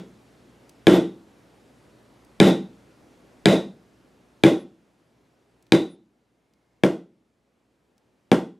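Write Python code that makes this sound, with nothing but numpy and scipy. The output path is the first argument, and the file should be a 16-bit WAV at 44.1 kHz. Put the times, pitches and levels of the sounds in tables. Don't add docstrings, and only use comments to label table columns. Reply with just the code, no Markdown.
import sys
import numpy as np
from scipy import signal
from scipy.fft import rfft, irfft
from scipy.io import wavfile
from scipy.ndimage import uniform_filter1d, minimum_filter1d

SR = 44100
rng = np.random.default_rng(int(sys.argv[2]) if len(sys.argv) > 2 else 0)


def gain_from_db(level_db):
    decades = np.asarray(level_db, float) / 20
    return 10 ** decades


def int16_out(signal):
    q = np.round(np.clip(np.atleast_2d(signal).T, -1, 1) * 32767)
    wavfile.write(sys.argv[1], SR, q.astype(np.int16))


N = 378819
LEAD = 8820

# (time [s], thud level [dB], steel ring level [dB], hard edge contact level [dB],
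# camera gain after it [dB])
BLOWS = [
    (-.19, 6.5, -2.5, -7, 0),
    (0.869, 12.5, 1, -6.5, -0.5),
    (2.4009, 12.5, 4.5, 6.5, -0.5),
    (3.4569, 13, 5, 8, -3.5),
    (4.4363, 12.5, 0, -12, -8.5),
    (5.721, 14.5, 7, 7, -15.5),
    (6.8352, 13, -4, -15.5, -16.5),
    (8.3156, 13.5, -2.5, -21, -15.5),
]


def evened(x):
    return x / np.sqrt(np.mean(x ** 2) + 1e-20)


def read(points, hz):
    f, value = np.transpose(points)
    return np.interp(np.log(hz + 1), np.log(f + 1), value)


def coloured(x, points):
    hz = np.fft.rfftfreq(len(x), 1 / SR)
    return irfft(rfft(x) * gain_from_db(read(points, hz)), len(x))


def add(mix, s, sound):
    part = mix[round(s * SR) + LEAD:][:len(sound)]
    part += sound[:len(part)]


def ring(modes, t, spread_db=0):
    hz, db, t60 = np.transpose(modes)[:, :, None]
    db = db + spread_db * rng.standard_normal(db.shape)
    return (gain_from_db(db - 60 * t / t60) * np.sin(2 * np.pi * hz * t)).sum(0)


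def ports(mid, side):
    return np.array([mid + side, mid - side])


def air():
    # (frequency [Hz], level [dB])
    air_colour = [(25, -32), (40, -20), (55, -8), (85, -9), (120, -5), (200, -2), (260, 0), (400, -4),
                  (700, -10), (1200, -16), (7000, -29), (11400, -34), (15500, -46), (16500, -70)]
    # (frequency [Hz], level [dB])
    air_side = [(60, -13), (110, -6), (200, -20), (380, -9.5), (700, -7), (1290, -7.5), (2380, -5),
                (4400, -18), (8120, -27.5), (15000, -20.5)]
    # (frequency [Hz], level [dB])
    hum_tones = [(59.2, -70), (118.4, -68.5)]
    air_db = -56
    frames, hz = N // 512 + 5, np.fft.rfftfreq(2048, 1 / SR)
    a, b, c, d, patches = rng.standard_normal((frames, 1025, 5)).T
    patches = uniform_filter1d(patches, 24, 0)
    patches = evened(uniform_filter1d(patches, 7, 1))
    z = np.array([a + 1j * b, (c + 1j * d) * gain_from_db(read(air_side, hz)[:, None])])
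    z *= gain_from_db(read(air_colour, hz)[:, None] + .8 * patches)
    mid, side = signal.istft(z, nperseg=2048, noverlap=1536)[1][:, :N]
    t = np.arange(N) / SR
    waver = evened(uniform_filter1d(rng.standard_normal(N), 6000))
    hum = sum(gain_from_db(db + 3 + 1.5 * waver) * np.sin(2 * np.pi * f * t) for f, db in hum_tones)
    return gain_from_db(air_db) * ports(mid, side) / mid.std() + hum


def blow(thud_db, shank_db, edge_db):
    # (frequency [Hz], level [dB], time to fall 60 dB [s])
    counter_modes = [(140, -7, 0.09), (191.2, -3, 0.17), (229, -7.5, 0.033), (261.6, -1.5, 0.052),
                     (334, 2.5, 0.14), (410.3, -9.5, 0.074), (434, -5.5, 0.03), (541, -8, 0.041),
                     (643, -8.5, .06), (778, -7.5, 0.067), (888, -13, 0.035), (1015, -13.5, 0.02)]
    # (frequency [Hz], level [dB], time to fall 60 dB [s])
    stamp_modes = [(1676, -7, 0.09), (1890, -6, 0.015), (2312, -4, 0.047), (3092, -5, 0.017)]
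    # (frequency [Hz], level [dB], time to fall 60 dB [s])
    edge_modes = [(4775, -8, 0.012), (6520, -13, .01), (7700, -10, 0.0067), (8800, -7.5, 0.0041)]
    # (frequency [Hz], level [dB])
    crack_colour = [(300, -9), (700, -13), (1300, -22.5), (1700, -7), (2400, -6.5), (3000, -15),
                    (3800, -18.5), (5000, -20.5), (8000, -24.5), (12000, -31), (16000, -51.5)]
    t = np.arange(SR // 2) / SR
    onset = np.sin(np.pi / 2 * np.minimum(t / .0006, 1)) ** 2

    shank_hz = 3436 + 24 * shank_db
    shank_modes = [(shank_hz, 0, .017), (shank_hz * 1.07, -5, .025), (shank_hz * .92, -9, .012)]
    shank = -gain_from_db(shank_db) * ring(shank_modes, t) * onset
    edge = gain_from_db(edge_db) * ring(edge_modes, t, spread_db=0.5) * onset

    crack_gain = gain_from_db(.4 * shank_db)
    crack = evened(coloured(rng.standard_normal(len(t)), crack_colour)) * np.exp(-t / .003) * onset
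    stamp = ring(stamp_modes, t, spread_db=1.5) * onset

    late = np.maximum(t - .0011, 0)
    knock = ring([(501.9, 1.0, 0.018)], late)
    thud = knock - ring(counter_modes, np.maximum(late - .0009, 0), spread_db=3.5)
    thud = signal.sosfilt(signal.butter(3, 125, "high", fs=SR, output="sos"), thud)
    thud *= gain_from_db(thud_db) / abs(thud).max()
    direct = thud + shank + edge + crack_gain * (gain_from_db(-1.0) * crack + stamp)

    click = coloured(1. * (t == t[150]), crack_colour)
    click *= np.sin(np.pi * np.minimum(t / t[300], 1)) ** 2
    snap = gain_from_db(15.5) * click / np.linalg.norm(click) + gain_from_db(-3.0) * stamp * np.exp(-t / .003)
    bright = gain_from_db(-5.5) * shank + gain_from_db(-9.5) * edge * np.exp(-t / .002) + crack_gain * snap
    shiver = ring([(f, 0, .16) for f in np.linspace(3420, 3995, 12)], t, spread_db=1.5) * onset
    bright = bright + gain_from_db(-35 + 2 * shank_db) * shiver
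    push = signal.sosfilt(signal.butter(4, 150, "high", fs=SR, output="sos"), thud * np.exp(-t / .016))
    return direct, bright + gain_from_db(3.5) * push


def tails(count):
    # (frequency [Hz], time to fall 60 dB [s])
    room_decay = [(140, 0.29), (200, 0.34), (400, 0.29), (1000, 0.28), (2500, .27), (3700, 0.31),
                  (6000, 0.3), (12000, 0.27)]
    # (time [s], level [dB])
    wall_echoes = [
        (.0085, 5),
        (0.0267, 4.5),
    ]
    taps = np.zeros((count, SR))
    at = np.arange(150, SR - 10, 10) + rng.integers(0, 10, (count, (SR - 151) // 10))
    np.put_along_axis(taps, at, rng.choice([-1., 1.], at.shape), 1)
    hz, t, z = signal.stft(taps, SR, nperseg=1024)
    fall_db = -60 * t / read(room_decay, hz)[:, None]
    far_db = -25.5 + fall_db / 2.1 - hz[:, None] / 100
    tail = signal.istft(z * (gain_from_db(fall_db) + gain_from_db(far_db)), SR, nperseg=1024)[1][:, :SR * 2 // 3]
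    t = np.arange(tail.shape[1]) / SR
    tail = tail * np.minimum(t / 0.0087, 1) / np.linalg.norm(tail[0])
    for s, db in wall_echoes:
        tail = tail * gain_from_db(db * np.exp(-((t - s) / .0015) ** 2))
    return tail


def mallet():
    # (frequency [Hz], level [dB])
    room_side = [(60, -12), (125, -30), (250, -25), (500, -23), (1000, -18), (3000, -19), (8000, -24),
                 (14000, -24)]
    # (frequency [Hz], level [dB])
    tail_side = [(1500, -9.5), (3500, -14.5), (6000, -30)]
    mid, side = np.zeros((2, N + LEAD + 1))
    first, second, apart = tails(count=3)
    apart = coloured(apart, tail_side)
    for k, (s, *levels_db, _) in enumerate(BLOWS):
        direct, burst = blow(*levels_db)
        moved = .5 * k
        room = np.cos(moved) * first + np.sin(moved) * second
        add(mid, s, direct)
        add(mid, s, signal.fftconvolve(burst, room))
        add(side, s, direct)
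        add(side, s, signal.fftconvolve(burst, apart))
    return ports(mid, coloured(side, room_side))[:, LEAD:LEAD + N]


def ticks():
    # (time [s], peak level [dB], centre frequency [Hz])
    finger_ticks = [
        (.694, -46.5, 6900),
        (2.248, -58.5, 7940),
        (5.625, -59, 8800),
        (5.667, -59, 3550),
        (6.536, -64, 4930),
        (7.98, -61.5, 5040),
    ]
    mix, t = np.zeros(N + LEAD), np.arange(600) / SR
    for s, db, hz in finger_ticks:
        colour = [(hz * .15, -20), (hz * .4, -5), (hz, 0), (hz * 1.7, -8), (hz * 3, -16)]
        puff = coloured(rng.standard_normal(len(t)), colour)
        lift_db = db - camera_db()[round(s * SR)]
        add(mix, s, gain_from_db(lift_db) * evened(puff) * np.exp(-t / .003))
    return mix[LEAD:]


def whistles():
    # (time [s], length [s], frequency [Hz], peak level [dB])
    thin_whistles = [
        (.895, .1, 12230, -44),
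        (2.43, .09, 12230, -47),
        (4.56, .09, 10900, -62),
        (5.87, .1, 9720, -63),
    ]
    mix = np.zeros(N + LEAD)
    for s, length, hz, db in thin_whistles:
        t = np.arange(0, length, 1 / SR)
        add(mix, s, gain_from_db(db) * np.sin(np.pi * t / length) ** 2 * np.sin(2 * np.pi * hz * t))
    return mix[LEAD:] / gain_from_db(camera_db())


def rubs():
    # (time [s], length [s], frequency [Hz], level [dB])
    leather_rubs = [
        (6.3, .53, 2150, -84),
    ]
    mix = np.zeros(N + LEAD)
    for s, length, hz, db in leather_rubs:
        t = np.arange(0, length, 1 / SR)
        colour = [(hz * .9, -40), (hz * .97, 0), (hz * 1.03, 0), (hz * 1.1, -40)]
        band = coloured(rng.standard_normal(len(t)), colour)
        add(mix, s, gain_from_db(db) * evened(band) * np.sqrt(t / length))
    return mix[LEAD:] / gain_from_db(camera_db())


def camera_db():
    creep_below_db, creep_per_s, settle_s = -10.5, .6, .02
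    s, after_db = np.transpose(BLOWS)[[0, 4]]
    t = np.arange(N) / SR
    last = np.searchsorted(s, t) - 1
    depth_db = np.maximum(creep_below_db - after_db, 0)[last]
    creep_db = creep_per_s * depth_db * (t - s[last])
    return uniform_filter1d(after_db[last] + creep_db, round(settle_s * SR))


def scene():
    return air() + mallet() + ticks() + whistles() + rubs()


def top_cut(x):
    return signal.sosfilt(signal.butter(12, 16810, fs=SR, output="sos"), x)


def record(dry):
    x = signal.sosfilt(signal.butter(2, 45, "high", fs=SR, output="sos"), dry)
    x = signal.sosfilt(signal.butter(8, 16000, fs=SR, output="sos"), x)
    x = x * gain_from_db(camera_db())
    peak_db = -minimum_filter1d(-20 * np.log10(abs(x).max(0) + 1e-6), size=101)
    fall_db = np.arange(N) * 170. / SR
    held_db = np.maximum.accumulate(peak_db + fall_db) - fall_db
    over_db = np.maximum(held_db + .3, 0)
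    x = x / gain_from_db(uniform_filter1d(over_db, size=101))
    return top_cut(x)


dry = scene()
out = record(dry)
int16_out(out)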